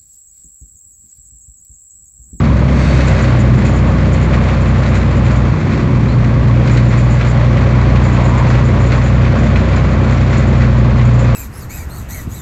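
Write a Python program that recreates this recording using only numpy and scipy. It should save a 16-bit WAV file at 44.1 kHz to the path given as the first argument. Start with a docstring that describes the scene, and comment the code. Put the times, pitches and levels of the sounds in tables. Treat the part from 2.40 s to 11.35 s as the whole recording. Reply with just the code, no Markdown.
"""A booming diesel and clattering steel tracks, close up from the roof of an armoured vehicle on mud.
The six-cylinder engine, near 1230 rpm, sounds through its exhaust and knocks through the hull; road
wheels rumble, bumps slap the slack track against steel and a loose fitting jingles. A track guide grinds
early on; later the hull thuds as the driver lifts off, a dry pin squeaks and the gears groan once.
The single microphone, at the hatch, is slightly overloaded."""
import sys
import numpy as np
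from scipy import signal
from scipy.fft import rfft, irfft
from scipy.io import wavfile
from scipy.ndimage import uniform_filter1d

SR = 44100
rng = np.random.default_rng(int(sys.argv[2]) if len(sys.argv) > 2 else 0)


def waveform_to_disk(signal):
    """Save audio, clipped to [-1, 1], as 16-bit WAV at the path in sys.argv[1]."""
    frames = np.transpose(np.atleast_2d(signal))
    scaled = np.clip(frames, -1, 1) * 32767
    samples = np.round(scaled).astype(np.int16)
    wavfile.write(sys.argv[1], SR, samples)


N = 394690
T = np.arange(N) / SR
CYLINDERS = 6

# bumps throw the slack track against wheels and hull:
# (time [s], relative slap level [dB], relative pin clink level [dB], clatter surge [dB])
BUMPS = [(0.607, -15, -28.5, 2), (0.677, -16, -36, 2.5), (0.844, -17, -32.5, 0.5), (1.252, -15, -37, 3.5),
         (1.755, -22.5, -40, -0.5), (1.936, -12.5, -40, 2.5), (2.085, -22.5, -35.5, 3.5),
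         (2.257, -16.5, -40, 0.5), (2.435, -19, -43.5, 4), (2.542, -19.5, -33, 4.5),
         (2.864, -15, -37.5, 3.5), (2.905, -21.5, -43, 3.5), (3.32, -22, -43, 3), (4.274, -12, -29.5, 3.5),
         (4.371, -11, -23, 2.5), (4.526, -20.5, -40, 3.5), (4.811, -12, -34, 3), (4.975, -19.5, -39.5, -2),
         (5.17, -14, -35, 0), (5.56, -13.5, -35.5, 0), (6.144, -12, -42, 2.5), (6.52, -11.5, -29, 4),
         (6.85, -17, -36.5, 2.5), (7.158, -7.5, -30, 4), (7.33, -15.5, -37.5, 2.5), (7.69, -18, -45, 2.5),
         (7.95, -28, -45.5, 3.5), (8.22, -13, -42, 5.5), (8.595, -12, -41, 0)]


def undb(db):
    """Decibels to gain."""
    return 10 ** (np.asarray(db) / 20)


def unit(x):
    """Scale to rms 1."""
    return x / np.sqrt(np.mean(x ** 2))


def bell(x, centre, width):
    """A smooth hump of height 1."""
    return np.exp(-((x - centre) / width) ** 2)


def curves(table):
    """Each column of a timed table, sample by sample."""
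    s, *columns = np.transpose(table)
    return [np.interp(T, s, column) for column in columns]


def drift(rate_hz):
    """Smooth random drift with a spread near 1."""
    hold = int(SR / rate_hz)
    steps = rng.standard_normal(4096)[np.arange(N) // hold % 4096]
    return 1.12 * uniform_filter1d(uniform_filter1d(steps, hold), hold // 2)


def colour(x, spectrum, size=8192):
    """Minimum-phase filter with a response given as (frequency [Hz], gain [dB])."""
    hz, db = np.transpose(spectrum)
    bin_hz = np.arange(size // 2 + 1) * SR / size
    gain = undb(np.interp(np.log(bin_hz + 1), np.log(hz), db))
    cepstrum = irfft(np.log(gain))
    cepstrum[1:size // 2] *= 2
    cepstrum[size // 2 + 1:] = 0
    return signal.fftconvolve(x, irfft(np.exp(rfft(cepstrum))))[:N]


def butterworth(x, hz, kind="low", order=2):
    """Pass the band set by the corner frequencies."""
    return signal.sosfilt(signal.butter(order, hz, kind, fs=SR, output="sos"), x)


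def resonate(x, modes):
    """Ring resonances given as (frequency [Hz], width [Hz], relative level [dB]); the sum has rms 1."""
    return unit(sum(undb(db) * unit(signal.lfilter(*signal.iirpeak(hz, hz / width, SR), x))
                    for hz, width, db in modes))


def strikes(times, sizes):
    """Impulses at the given times."""
    return np.bincount(np.clip(np.asarray(times) * SR, 0, N).astype(int), sizes, N + 1)[:N]


def fade(x, decay_s):
    """Let each impulse die away exponentially."""
    return signal.lfilter([1], [1, -np.exp(-1 / (decay_s * SR))], x)


def grit(per_s, spread_db):
    """Dense tiny contacts of uneven size."""
    hit = rng.random(N) < per_s / SR
    return unit(hit * rng.standard_normal(N) * undb(spread_db * np.minimum(rng.exponential(size=N), 4)))


def exhaust(cycles, manifold_hz, strength_db, smear=1.15, sway=.035, overtone_share=.45):
    """Exhaust pulses make tones locked to the four-stroke cycle; their levels move with the throttle."""
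    # main tones, 6 being the firing rate: (order [per cycle], base level [dB], share of strength [ratio])
    booms = [(6, -16, 0.81), (9, -28, 0.72), (12, -17.5, .8), (15, -21, -.5), (21, -27, 1.3)]
    # weaker engine tones: (order [per cycle], base level [dB])
    overtones = [(7, -29), (8, -33.5), (10, -28.5), (13, -27.5), (14, -26.5), (16, -34), (18, -27),
                 (23, -33.5), (24, -36), (27, -35), (32, -41), (51, -39.5), (54, -38), (57, -41)]
    # standing waves around pipe and hull lift or cancel a main tone as engine speed carries it across:
    # (frequency [Hz], half-width [Hz], gain [dB])
    standing_waves = [(65.1, 3.3, 2.5), (93.26, 3.2, 11.5), (120.37, 2.93, 7), (125.3, .6, -6.5),
                      (152.5, 2.1, -8), (217.1, 3.2, 4)]
    tones = 0
    for order, db, share in booms:
        tone_hz = order * manifold_hz / (CYLINDERS // 2)
        lift_db = sum(peak_db * bell(tone_hz, hz, width) for hz, width, peak_db in standing_waves)
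        # the silencer delays high tones more than low ones, and the delay sways with the gas flow
        lag = smear * (order / CYLINDERS) ** 2 + sway * drift(12)
        level_db = db + share * strength_db + lift_db + 1.2 * drift(14)
        tones += undb(level_db) * np.cos(2 * np.pi * (order * cycles - lag))
    for order, db in overtones:
        tone = np.sin(2 * np.pi * (order * cycles + rng.random() + .06 * drift(8)))
        tones += undb(db + overtone_share * strength_db + 2.5 * drift(3)) * tone
    return np.sqrt(2) * tones


def knock(cycles, ring_s=.014, jitter_s=.00012):
    """Each cylinder's combustion reaches the roof by its own path, so the clatter repeats every cycle."""
    # the engine block as heard on the roof: (frequency [Hz], relative level [dB])
    block_spectrum = [(150, -24), (300, -3), (420, -3.5), (565, 2), (650, -2), (760, -6), (950, -13.5),
                      (1300, -14), (1800, -14), (2400, -19.5), (3200, -21.5), (8000, -52.5)]
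    age = T[:SR // 8]
    knocks = 0
    for cylinder in range(CYLINDERS):
        firings = np.arange(int(cycles[-1]) + 1) + cylinder / CYLINDERS
        times = np.interp(firings, cycles, T, right=T[-1] + 1)
        late = rng.standard_normal((128, 2))[:len(times), 0]
        blows = strikes(times + jitter_s * late, np.ones(len(times)))
        path = rng.standard_normal(len(age)) * np.exp(-age / ring_s)
        knocks += signal.oaconvolve(blows, path)[:N]
    # intake and fan air rush through the same openings
    air = undb(0.5 + 1.9 * drift(35)) * rng.standard_normal(N)
    return unit(colour(unit(knocks) + air, block_spectrum))


def gearbox(cycles, throb_depth=0.23, flutter_db=1.5):
    """Meshing teeth ring the transmission case, throbbing on every second firing, about 31 times a second."""
    # transmission case: (frequency [Hz], width [Hz], relative level [dB])
    case_modes = [(885, 100, -8), (1003, 140, -1.5), (1106, 75, -3)]
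    throb = 1 + throb_depth * np.sin(2 * np.pi * (CYLINDERS // 2) * cycles)
    teeth = throb * undb(flutter_db * drift(30)) * rng.standard_normal(N)
    return resonate(butterworth(teeth, [600, 1600], "band"), case_modes)


def rumble(heave_db=1.8):
    """Road wheels on rough ground shake the hull plates under the microphone."""
    # hull plates: (frequency [Hz], relative level [dB])
    hull_spectrum = [(15, -35), (30, -27), (45, -19.5), (56, -6.5), (80, -4), (100, 0.5), (135, 0),
                     (175, -5), (220, -1.5), (270, -8.5), (340, -10), (430, -16.5), (800, -58.5)]
    return undb(heave_db * drift(4)) * unit(colour(rng.standard_normal(N), hull_spectrum))


def tracks(cycles, links_per_cycle=2.33, ring_s=0.031, scatter_db=3.0, slack_s=0.0085, steady=1.7):
    """Links land on the sprocket at a rate geared to the engine, setting pins and plates chattering."""
    # track chatter: (frequency [Hz], relative level [dB])
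    chatter_spectrum = [(300, -17), (800, -5), (1450, 3), (1750, 0), (2000, 3), (2500, -1.5), (3000, -13.5),
                        (3500, -11), (4400, -10.5), (5000, -16.5), (6400, -18), (7400, -17), (8600, -41)]
    links = np.arange(int(cycles[-1] * links_per_cycle))
    times = np.interp(links / links_per_cycle, cycles, T)
    late, loud = rng.standard_normal((512, 2))[:len(times)].T
    landings = strikes(times + slack_s * late, undb(scatter_db * loud))
    envelope = steady + unit(fade(landings, ring_s))
    chatter = grit(per_s=7000, spread_db=0.2) + 0.7 * rng.standard_normal(N)
    return unit(colour(envelope * chatter, chatter_spectrum))


def grinding(squeal_hz=4500, squeal_db=-10.0, unsteady_hz=35):
    """The track rubs briefly along a guide, steel on steel, and sets one mode of it squealing."""
    # track on the guide: (frequency [Hz], width [Hz], relative level [dB])
    guide_modes = [(2540, 60, -1.5), (3650, 30, -6), (3750, 30, -3.5), (4100, 1200, -6), (6000, 1800, -5),
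                   (1900, 1200, 8), (750, 500, 4.5)]
    # strength of the rubbing: (time [s], level [dB])
    friction = [(0, -72.5), (.28, -48), (.4, -34), (.55, -33.5), (.7, -41.5), (.84, -42), (1.0, -55),
                (1.1, -77.5)]
    db, = curves(friction)
    rasp = resonate(grit(per_s=6900, spread_db=3.5), guide_modes)
    pitch_hz = squeal_hz + unsteady_hz * drift(250)
    squeal = np.sqrt(2) * np.sin(2 * np.pi * np.cumsum(pitch_hz) / SR)
    return undb(db + drift(55)) * (rasp + undb(squeal_db + 2.5 * drift(23)) * squeal)


def clatter_surges(rise_s=0.018, settle_s=.06):
    """Change of the clatter in dB: the track whips up into each bump and then settles."""
    return sum(db * np.exp(-np.maximum((s - T) / rise_s, (T - s) / settle_s) ** 2)
               for s, _, _, db in BUMPS)


def clanks(slap_ring_s=0.015, slap_gain_db=-11, pin_ring_s=0.014, pin_gain_db=-2):
    """The slack track slaps the steel and its pins clink; mud damps both quickly."""
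    # struck steel plates: (frequency [Hz], width [Hz], relative level [dB])
    plate_modes = [(600, 450, -4.5), (1480, 240, 0.5), (2000, 380, 3), (2380, 190, -3.5)]
    # track pins: (frequency [Hz], width [Hz], relative level [dB])
    pin_modes = [(3740, 270, 0.5), (4080, 260, 9), (4490, 340, -6), (5750, 1800, -2)]
    s, slap_db, clink_db, _ = np.transpose(BUMPS)
    plates = resonate(butterworth(grit(per_s=9000, spread_db=-1.5), hz=3000), plate_modes)
    pins = resonate(grit(per_s=8100, spread_db=0.5), pin_modes)
    slap = fade(strikes(s, undb(slap_db + slap_gain_db)), slap_ring_s) * plates
    clink = fade(strikes(s, undb(clink_db + pin_gain_db)), pin_ring_s) * pins
    return slap + clink


def jingles(decay_s=0.019, rise_s=0.0075, bounces_per_s=11, bounce_db=-42, tremble_db=-64):
    """A loose steel fitting buzzes against its seat: hard shakes, light bounces and a tremble between."""
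    # hard shakes: (time [s], impulse level [dB])
    shakes = [(0.677, -30.5), (0.817, -38), (0.995, -35.5), (1.255, -31.5), (1.364, -36), (1.737, -39),
              (1.818, -38), (2.549, -32.5), (4.317, -34), (4.487, -38.5), (4.583, -36.5), (4.705, -35.5),
              (4.89, -35.5), (5.635, -36.5), (5.863, -40), (6.243, -36), (6.465, -36.5), (6.643, -33.5),
              (7.04, -39), (7.975, -34.5), (8.794, -33)]
    # stretches of ground that keep the fitting bouncing: (start [s], end [s])
    shaky_ground = [(.55, 3.1), (4.22, 4.92), (5.6, 8.85)]
    # ringing of the fitting: (frequency [Hz], width [Hz], relative level [dB])
    fitting_modes = [(6870, 150, 0), (7126, 82, 4), (7260, 770, -8.5)]
    s, db = np.transpose(shakes)
    hard = strikes(s - rise_s, undb(db))
    late, loud = rng.standard_normal((256, 2)).T
    times = (np.arange(len(late)) + .3 * late) / bounces_per_s
    shaky = sum((times > start) & (times < end) for start, end in shaky_ground)
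    light = strikes(times, shaky * undb(bounce_db + 5 * np.minimum(loud, 1)))
    shaking = fade(fade(hard + light, decay_s), rise_s) / (rise_s * SR)
    trembling = undb(tremble_db + 4 * drift(12))
    return (shaking + trembling) * resonate(grit(per_s=4000, spread_db=-0.5), fitting_modes)


def thud(start_s=3.118, peak_db=-8, pitch_hz=150, swell_s=0.0078):
    """As the drive drops away, one heavy blow makes the hull plates boom for a few cycles."""
    age = np.maximum(T - start_s, 0)
    envelope = age / swell_s * np.exp(1 - age / swell_s)
    return undb(peak_db) * envelope * np.sin(2 * np.pi * pitch_hz * age)


def squeak(roughness_hz=190):
    """A dry pin slips once, with a short, rough, rising chirp."""
    # the slip: (time [s], level [dB], pitch [Hz])
    slip = [(3.66, -69.5, 3884), (3.69, -39.5, 4000), (3.72, -44, 4266), (3.76, -51.5, 4348),
            (3.8, -73.5, 4388)]
    db, hz = curves(slip)
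    pitch_hz = hz + roughness_hz * drift(1100)
    return undb(db) * np.sqrt(2) * np.sin(2 * np.pi * np.cumsum(pitch_hz) / SR)


def groan(middle_s=5.96, half_length_s=.28, level_db=-27, flutter_db=0.5, rasp=.7):
    """Gear teeth under strain rasp and ring one mode for about half a second."""
    # strained transmission: (frequency [Hz], width [Hz], relative level [dB])
    strain_mode = [(980, 110, 0)]
    rubbing = unit(butterworth(rng.standard_normal(N), [750, 1200], "band"))
    envelope = undb(level_db + flutter_db * drift(30)) * bell(T, middle_s, half_length_s)
    return envelope * unit(resonate(rubbing, strain_mode) + rasp * rubbing)


def scene(rumble_db=-16.5, gearbox_mean_db=-30, gear_share=0.62):
    """Engine and running gear from the hatch, in mono; the gearbox grows as the engine works harder."""
    # engine speed: (time [s], firing rate of one three-cylinder manifold [Hz])
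    engine_speed = [(0.0, 31.7), (0.32, 33.16), (0.62, 32.1), (0.97, 30.35), (1.5, 31.26), (2.45, 31.06),
                    (2.72, 30.95), (2.95, 30.63), (3.3, 30.73), (3.7, 29.74), (4.2, 29.99), (4.97, 29.96),
                    (5.18, 30.65), (6.2, 30.4), (6.92, 30.89), (7.15, 31.32), (7.5, 31.23), (7.75, 30.68),
                    (8.15, 30.97), (8.4, 30.19), (8.62, 30.36), (8.95, 29.63)]
    # the driver lifts off near 3.1 s, then feeds the fuel back in:
    # (time [s], exhaust strength [dB], combustion knock [dB])
    throttle = [(0, -0.5, -26), (.8, 1.5, -22), (1.15, -0.5, -24.5), (3.04, -0.5, -24.5),
                (3.17, -15.5, -29.5), (3.55, -5, -27.5), (4.1, -1, -26.5), (4.85, -0.5, -24.5),
                (5.25, 1, -23), (6.2, .5, -23.5), (7.3, 0, -23.5), (8.6, 1.5, -24), (8.95, 1.5, -24.5)]
    # roughness of the ground: (time [s], track clatter level [dB])
    ground = [(0, -29.5), (.25, -31.5), (.5, -27), (.85, -27.5), (1.1, -30), (2.1, -30.5), (3.0, -32),
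              (3.9, -32.5), (4.5, -30), (5.95, -28.5), (6.3, -30), (8.0, -30.5), (8.5, -31), (8.95, -29)]
    manifold_hz, = curves(engine_speed)
    strength_db, knock_db = curves(throttle)
    track_db, = curves(ground)
    cycles = np.cumsum(manifold_hz) / SR / (CYLINDERS // 2)  # four-stroke cycles completed
    gearbox_db = gearbox_mean_db + gear_share * (knock_db - np.mean(knock_db))
    engine = exhaust(cycles, manifold_hz, strength_db) + undb(knock_db) * knock(cycles)
    gears = undb(gearbox_db) * gearbox(cycles)
    running_gear = undb(rumble_db) * rumble() + undb(track_db + clatter_surges()) * tracks(cycles)
    events = clanks() + thud() + jingles() + groan() + grinding() + squeak()
    return (engine + gears + running_gear + events)[None]


def record(dry, ceiling=1.08, roll_hz=7700, top_hz=8600, squeeze=0.29, window_s=0.021):
    """The recorder rides its gain against the loudness, rounds the tallest peaks and loses the top."""
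    loudness = np.sqrt(uniform_filter1d(dry ** 2, int(window_s * SR)) / np.mean(dry ** 2))
    held = dry / loudness ** squeeze
    rounded = held / (1 + (held / ceiling) ** 8) ** (1 / 8)
    dull = butterworth(rounded, roll_hz, order=6)
    return signal.sosfilt(signal.ellip(8, .2, 70, top_hz, fs=SR, output="sos"), dull)


dry = scene()
out = record(dry)
waveform_to_disk(out)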